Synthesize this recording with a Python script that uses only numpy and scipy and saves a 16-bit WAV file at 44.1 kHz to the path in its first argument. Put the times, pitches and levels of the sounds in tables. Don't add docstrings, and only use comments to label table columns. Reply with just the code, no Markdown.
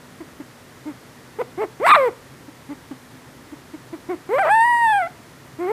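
import sys
import numpy as np
from scipy import signal
from scipy.fft import rfft, irfft
from scipy.io import wavfile
from scipy.ndimage import uniform_filter1d, minimum_filter1d

SR = 44100
rng = np.random.default_rng(int(sys.argv[2]) if len(sys.argv) > 2 else 0)


def file_out(sig):
    cols = np.atleast_2d(sig).T
    lim = np.clip(cols, -1, 1)
    pcm = np.round(lim * 32767).astype(np.int16)
    wavfile.write(sys.argv[1], SR, pcm)


N = 252246
TIME = np.arange(N) / SR
SLACK_HZ, CUTOFF_HZ = 200, 15450


def vocal_folds(pitch_hz, head, rough, overtones_db, waver_db=2.0):
    # (frequency [Hz], gain [dB])
    chest_gains = [(600, -4.5), (900, -5.5), (1200, -13.5), (1450, -19), (1780, -24), (2080, -14),
                   (2350, -22.5), (2650, -37.5), (3200, -34.5), (4000, -46), (6300, -58), (8200, -55),
                   (10500, -64), (12800, -65)]
    head_gains = [(1400, -2.5), (1900, -9.5), (2400, -16.5), (2900, -30), (3450, -30), (3850, -42.5),
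                  (4700, -38.5), (6400, -60), (7400, -43), (8100, -33), (10000, -38.5), (12000, -44.5),
                  (15000, -80)]
    size = len(pitch_hz)
    unevenness = 0.012 * (1 - head) + 0.113 * rough
    jitter = 0.0053 * flutter(53, size) + unevenness * flutter(600, size)
    phase = 2 * np.pi * np.cumsum(pitch_hz * (1 + jitter)) / SR
    overtones = np.zeros(size)
    for k in range(2, int(CUTOFF_HZ / pitch_hz.min())):
        hz = k * pitch_hz
        throat = gain_at(chest_gains, hz) ** (1 - head) * gain_at(head_gains, hz) ** head
        waver = from_db(waver_db * (1 - 2 / k) * flutter(42, size))
        overtones += throat * waver * (hz < CUTOFF_HZ) * np.cos(k * phase - np.sqrt(k - 1) * np.pi / 2)
    tone = np.cos(phase) + from_db(overtones_db) * overtones
    alternation = np.clip((rough - .12) / 0.46, 0, 1) * (1 - 0.73 * head)
    tone += alternation * (np.cos(1.5 * phase) + 0.54 * np.cos(2.5 * phase))
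    shimmer = 1 + 0.49 * rough * flutter(270, size)
    clarity = 1 - 0.16 * rough ** 2
    return np.sqrt(2) * tone * shimmer * clarity, phase


def voice(pitch_hz, level_db, overtones_db, treble_db, rough, break_hz=690):
    # (frequency [Hz], relative density [dB])
    rasp_spectrum = [(350, -62), (600, -25), (850, -4.5), (1250, -2.5), (1800, -7.5), (2500, -12),
                     (3000, -16), (3800, -23.5), (4700, -26), (6500, -45), (8000, -27), (10500, -77),
                     (13000, -41), (16000, -56)]
    hiss_spectrum = [(2500, -30), (4700, -4), (6600, -14), (8200, 2.5), (10500, -9), (13000, 4),
                     (14500, -19), (16000, -18)]
    size = len(pitch_hz)
    head = np.clip((pitch_hz - break_hz) / 140 + .5, 0, 1)
    tone, phase = vocal_folds(pitch_hz, head, rough, overtones_db)
    air = noise(lambda hz: gain_at(rasp_spectrum, hz), size) * (1 + 0.45 * np.cos(phase))
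    leak = from_db(-38) + from_db(-27) * (1 - head)
    rasp = from_db(-3) * rough ** 1.56
    sound = tone + (leak + rasp) * air
    sound /= np.sqrt(uniform_filter1d(sound ** 2, size=600))
    hiss = from_db(-36.5) * (1 - 0.64 * head) * noise(lambda hz: gain_at(hiss_spectrum, hz), size)
    push = from_db(level_db)
    return mouth(push * sound, pitch_hz, treble_db) + push * hiss


def mouth(x, pitch_hz, treble_db):
    gape = np.clip((pitch_hz - 980) / 180, 0, 1)
    resonance = from_db(8) * signal.sosfilt(bandpass(centre_hz=3820, width_hz=560), gape * x)
    treble = signal.sosfiltfilt(signal.butter(6, 2850, "high", fs=SR, output="sos"), x)
    x = x + resonance + (from_db(treble_db) - 1) * treble
    return signal.sosfilt(signal.butter(3, 210, "high", fs=SR, output="sos"), x)


def call(on, pitch_hz, level_db, bloom_s=0.01, crack_edge_s=0.0059, edge_s=0.0025):
    # (pitch [Hz], overtone gain [dB], treble gain [dB])
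    colours = [(288, -13, 3), (353, -4, -6), (505, -1, 0.5), (579, 5, -2), (650, 8.5, -2.5), (760, -3, -3),
               (840, 0.5, 0), (897, 1, -1), (940, 5, -4), (1170, 6.5, -10)]
    # (start [s], length [s], added roughness [0-1])
    cracks = [(1.414, 0.0049, 0.48), (1.616, .03, 0.25), (1.862, 0.0552, 0.73), (1.94, 0.0206, 0.71),
              (4.382, 0.015, 0.48), (4.446, 0.0597, 0.32), (5.075, 0.0092, 0.28)]
    t, out = TIME[on], np.zeros(N)
    knots_hz, *columns = np.transpose(colours)
    overtones_db, treble_db = [np.interp(pitch_hz, knots_hz, column) for column in columns]
    overtones_db -= 2 * np.exp(-(t - t[0]) / bloom_s)
    rough = 0.22 * (SLACK_HZ / pitch_hz) ** 2
    for start_s, length_s, depth in cracks:
        inside_s = np.minimum(t - start_s, start_s + length_s - t)
        rough += depth * np.clip(inside_s / crack_edge_s + .5, 0, 1)
    edge = np.clip(np.minimum(t - t[0], t[-1] - t) / edge_s, 0, 1)
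    fade = np.sin(edge * np.pi / 2) ** 2
    out[on] = fade * voice(pitch_hz, level_db, overtones_db, treble_db, np.clip(rough, 0, 1))
    return out


def cry(contour):
    times_s, pitch_hz, level_db = np.transpose(contour)
    on = (TIME >= times_s[0]) & (TIME <= times_s[-1])
    return call(on, np.interp(TIME[on], times_s, pitch_hz), np.interp(TIME[on], times_s, level_db))


def howls():
    # (time [s], pitch [Hz], level [dB])
    climb = [(4.289, 348, -26.5), (4.309, 408, -22.5), (4.341, 512, -16), (4.381, 597, -19),
             (4.391, 769, -16), (4.419, 796, -15.5), (4.435, 654, -19), (4.459, 592.4, -17.5),
             (4.487, 661, -17)]
    arch = [(4.5, 810, -15.5), (4.508, 805, -12.5), (4.518, 851, -13), (4.566, 902, -13),
            (4.614, 901, -12.5), (4.658, 960.6, -15), (4.744, 956, -15), (4.812, 938, -17.5),
            (4.844, 919, -14), (4.914, 860, -16), (4.936, 817, -16), (4.978, 804.6, -16.5),
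            (5.034, 675.5, -22), (5.066, 675, -28.5), (5.078, 789, -27.5)]
    next_howl = [(5.587, 307, -29.5), (5.615, 354, -24), (5.668, 362, -23), (5.73, 485, -18)]
    # (crest [s], half length [s], gain of the added band [dB])
    flares = [(4.608, 0.012, 3), (4.915, 0.083, 6.5)]
    howl = cry(np.vstack([climb, arch]))
    band = signal.sosfiltfilt(bandpass(centre_hz=3300, width_hz=500), howl)
    flare = sum(from_db(db) * swell(crest_s, half_s) for crest_s, half_s, db in flares)
    return howl + flare * band + cry(next_howl)


def yelp():
    # (time [s], pitch [Hz], level [dB])
    contour = [(1.798, 319.3, -28), (1.864, 746, -13), (1.87, 979, -12), (1.882, 1101, -13),
               (1.902, 1213, -9), (1.93, 1234, -6), (1.942, 1051, -10), (1.95, 1246, -8.5),
               (1.958, 1192, -8.5), (1.96, 1074, -9.5), (1.964, 658, -14.5), (1.982, 570, -15.5),
               (2.078, 468.6, -17), (2.098, 337, -28)]
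    # (frequency [Hz], relative density [dB])
    gust_spectrum = [(2500, -28), (4500, -1), (5700, -9), (6700, -19), (8000, 2), (10500, -10.5),
                     (13000, -7), (16000, -32)]
    air = noise(lambda hz: gain_at(gust_spectrum, hz), N)
    gust = from_db(-35.5) * swell(crest_s=1.883, half_s=0.025) * air
    return cry(contour) + gust


def whimpers(slide=.46, swell_db=7, fade_s=0.027, fade_db_per_s=2200):
    # (start [s], length [s], top pitch [Hz], top level [dB], crest [share of length])
    pushes = [(0.202, 0.027, 346, -32, 0.21), (0.398, 0.021, 303, -29.5, 0.18),
              (0.855, 0.065, 308.4, -28, 0.347), (1.385, 0.04, 507.5, -20.5, 0.71),
              (1.575, 0.078, 435.6, -20.5, .72), (2.479, 0.018, 289, -35, 0.59),
              (2.688, 0.05, 297.6, -28, 0.66), (2.909, 0.023, 287, -27.5, 0.13),
              (3.521, 0.0235, 308, -33, .4), (3.734, 0.025, 320, -30.5, 0.43),
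              (3.926, 0.031, 339.7, -28.5, 0.34), (4.087, 0.062, 372, -22.5, 0.34)]
    out = np.zeros(N)
    for start_s, length_s, top_hz, top_db, crest in pushes:
        crest_s, end_s = start_s + crest * length_s, start_s + length_s
        on = (TIME >= start_s) & (TIME <= end_s + fade_s)
        t = TIME[on]
        sag = np.interp(t, [start_s, crest_s, end_s], [-1, 0, 1]) ** 2
        pitch_hz = top_hz - slide * (top_hz - SLACK_HZ) * sag
        level_db = top_db - swell_db * sag - fade_db_per_s * np.maximum(t - end_s, 0)
        out += call(on, pitch_hz, level_db)
    return out


def room(x, t60_s=0.37, wet_db=-23, dull_hz=4500, gap_s=0.0054):
    t = TIME[:SR // 2]
    decay = from_db(-60 * t / t60_s) * (t > gap_s)
    tail = decay * noise(lambda hz: 1 / np.hypot(1, hz / dull_hz), len(t))
    return x + from_db(wet_db) * signal.fftconvolve(x, tail / np.linalg.norm(tail))[:N]


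def background(hum_hz=129.2, hiss_hz=1900):
    # (frequency [Hz], relative density [dB])
    floor_spectrum = [(15, -65), (25, -22), (91, -6.5), (133, -2), (209, -8), (253, -0.5), (289, -6.5),
                      (482, -9.5), (826, -14.5), (919, -12), (1110, -13.5), (1850, -16), (2630, -21.5),
                      (3530, -22.5), (12000, -30), (15500, -36.5)]
    floor = from_db(-45) * noise(lambda hz: gain_at(floor_spectrum, hz), N)
    hum = from_db(-56) * noise(lambda hz: 1 / (1 + ((hz - hum_hz) / 9) ** 2), N)
    hiss = from_db(-62) * noise(lambda hz: 1 / (1 + ((hz - hiss_hz) / 220) ** 2), N)
    return floor + hum + hiss


def from_db(db):
    return 10 ** (np.asarray(db) / 20)


def gain_at(spectrum, hz):
    knots_hz, db = np.transpose(spectrum)
    return from_db(np.interp(np.log(np.maximum(hz, 1)), np.log(knots_hz), db))


def noise(shape, size):
    hz = np.arange(size // 2 + 1) * SR / size
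    x = irfft(rfft(rng.standard_normal(size)) * shape(hz), size)
    return x / np.std(x)


def flutter(rate_hz, size):
    return noise(lambda hz: (hz > 0) / (1 + (hz / rate_hz) ** 3), size)


def swell(crest_s, half_s):
    return np.exp(-((TIME - crest_s) / half_s) ** 2)


def bandpass(centre_hz, width_hz):
    edges_hz = [centre_hz - width_hz / 2, centre_hz + width_hz / 2]
    return signal.butter(2, edges_hz, "band", fs=SR, output="sos")


def scene():
    puppy = howls() + yelp() + whimpers()
    return (room(puppy) + background())[None]


def record(dry, ceiling=.9):
    peak = -minimum_filter1d(-np.abs(dry), size=129)
    gain = uniform_filter1d(ceiling / np.maximum(peak, ceiling), size=129)
    return signal.sosfilt(signal.ellip(14, .1, 80, CUTOFF_HZ, fs=SR, output="sos"), gain * dry)


dry = scene()
out = record(dry)
file_out(out)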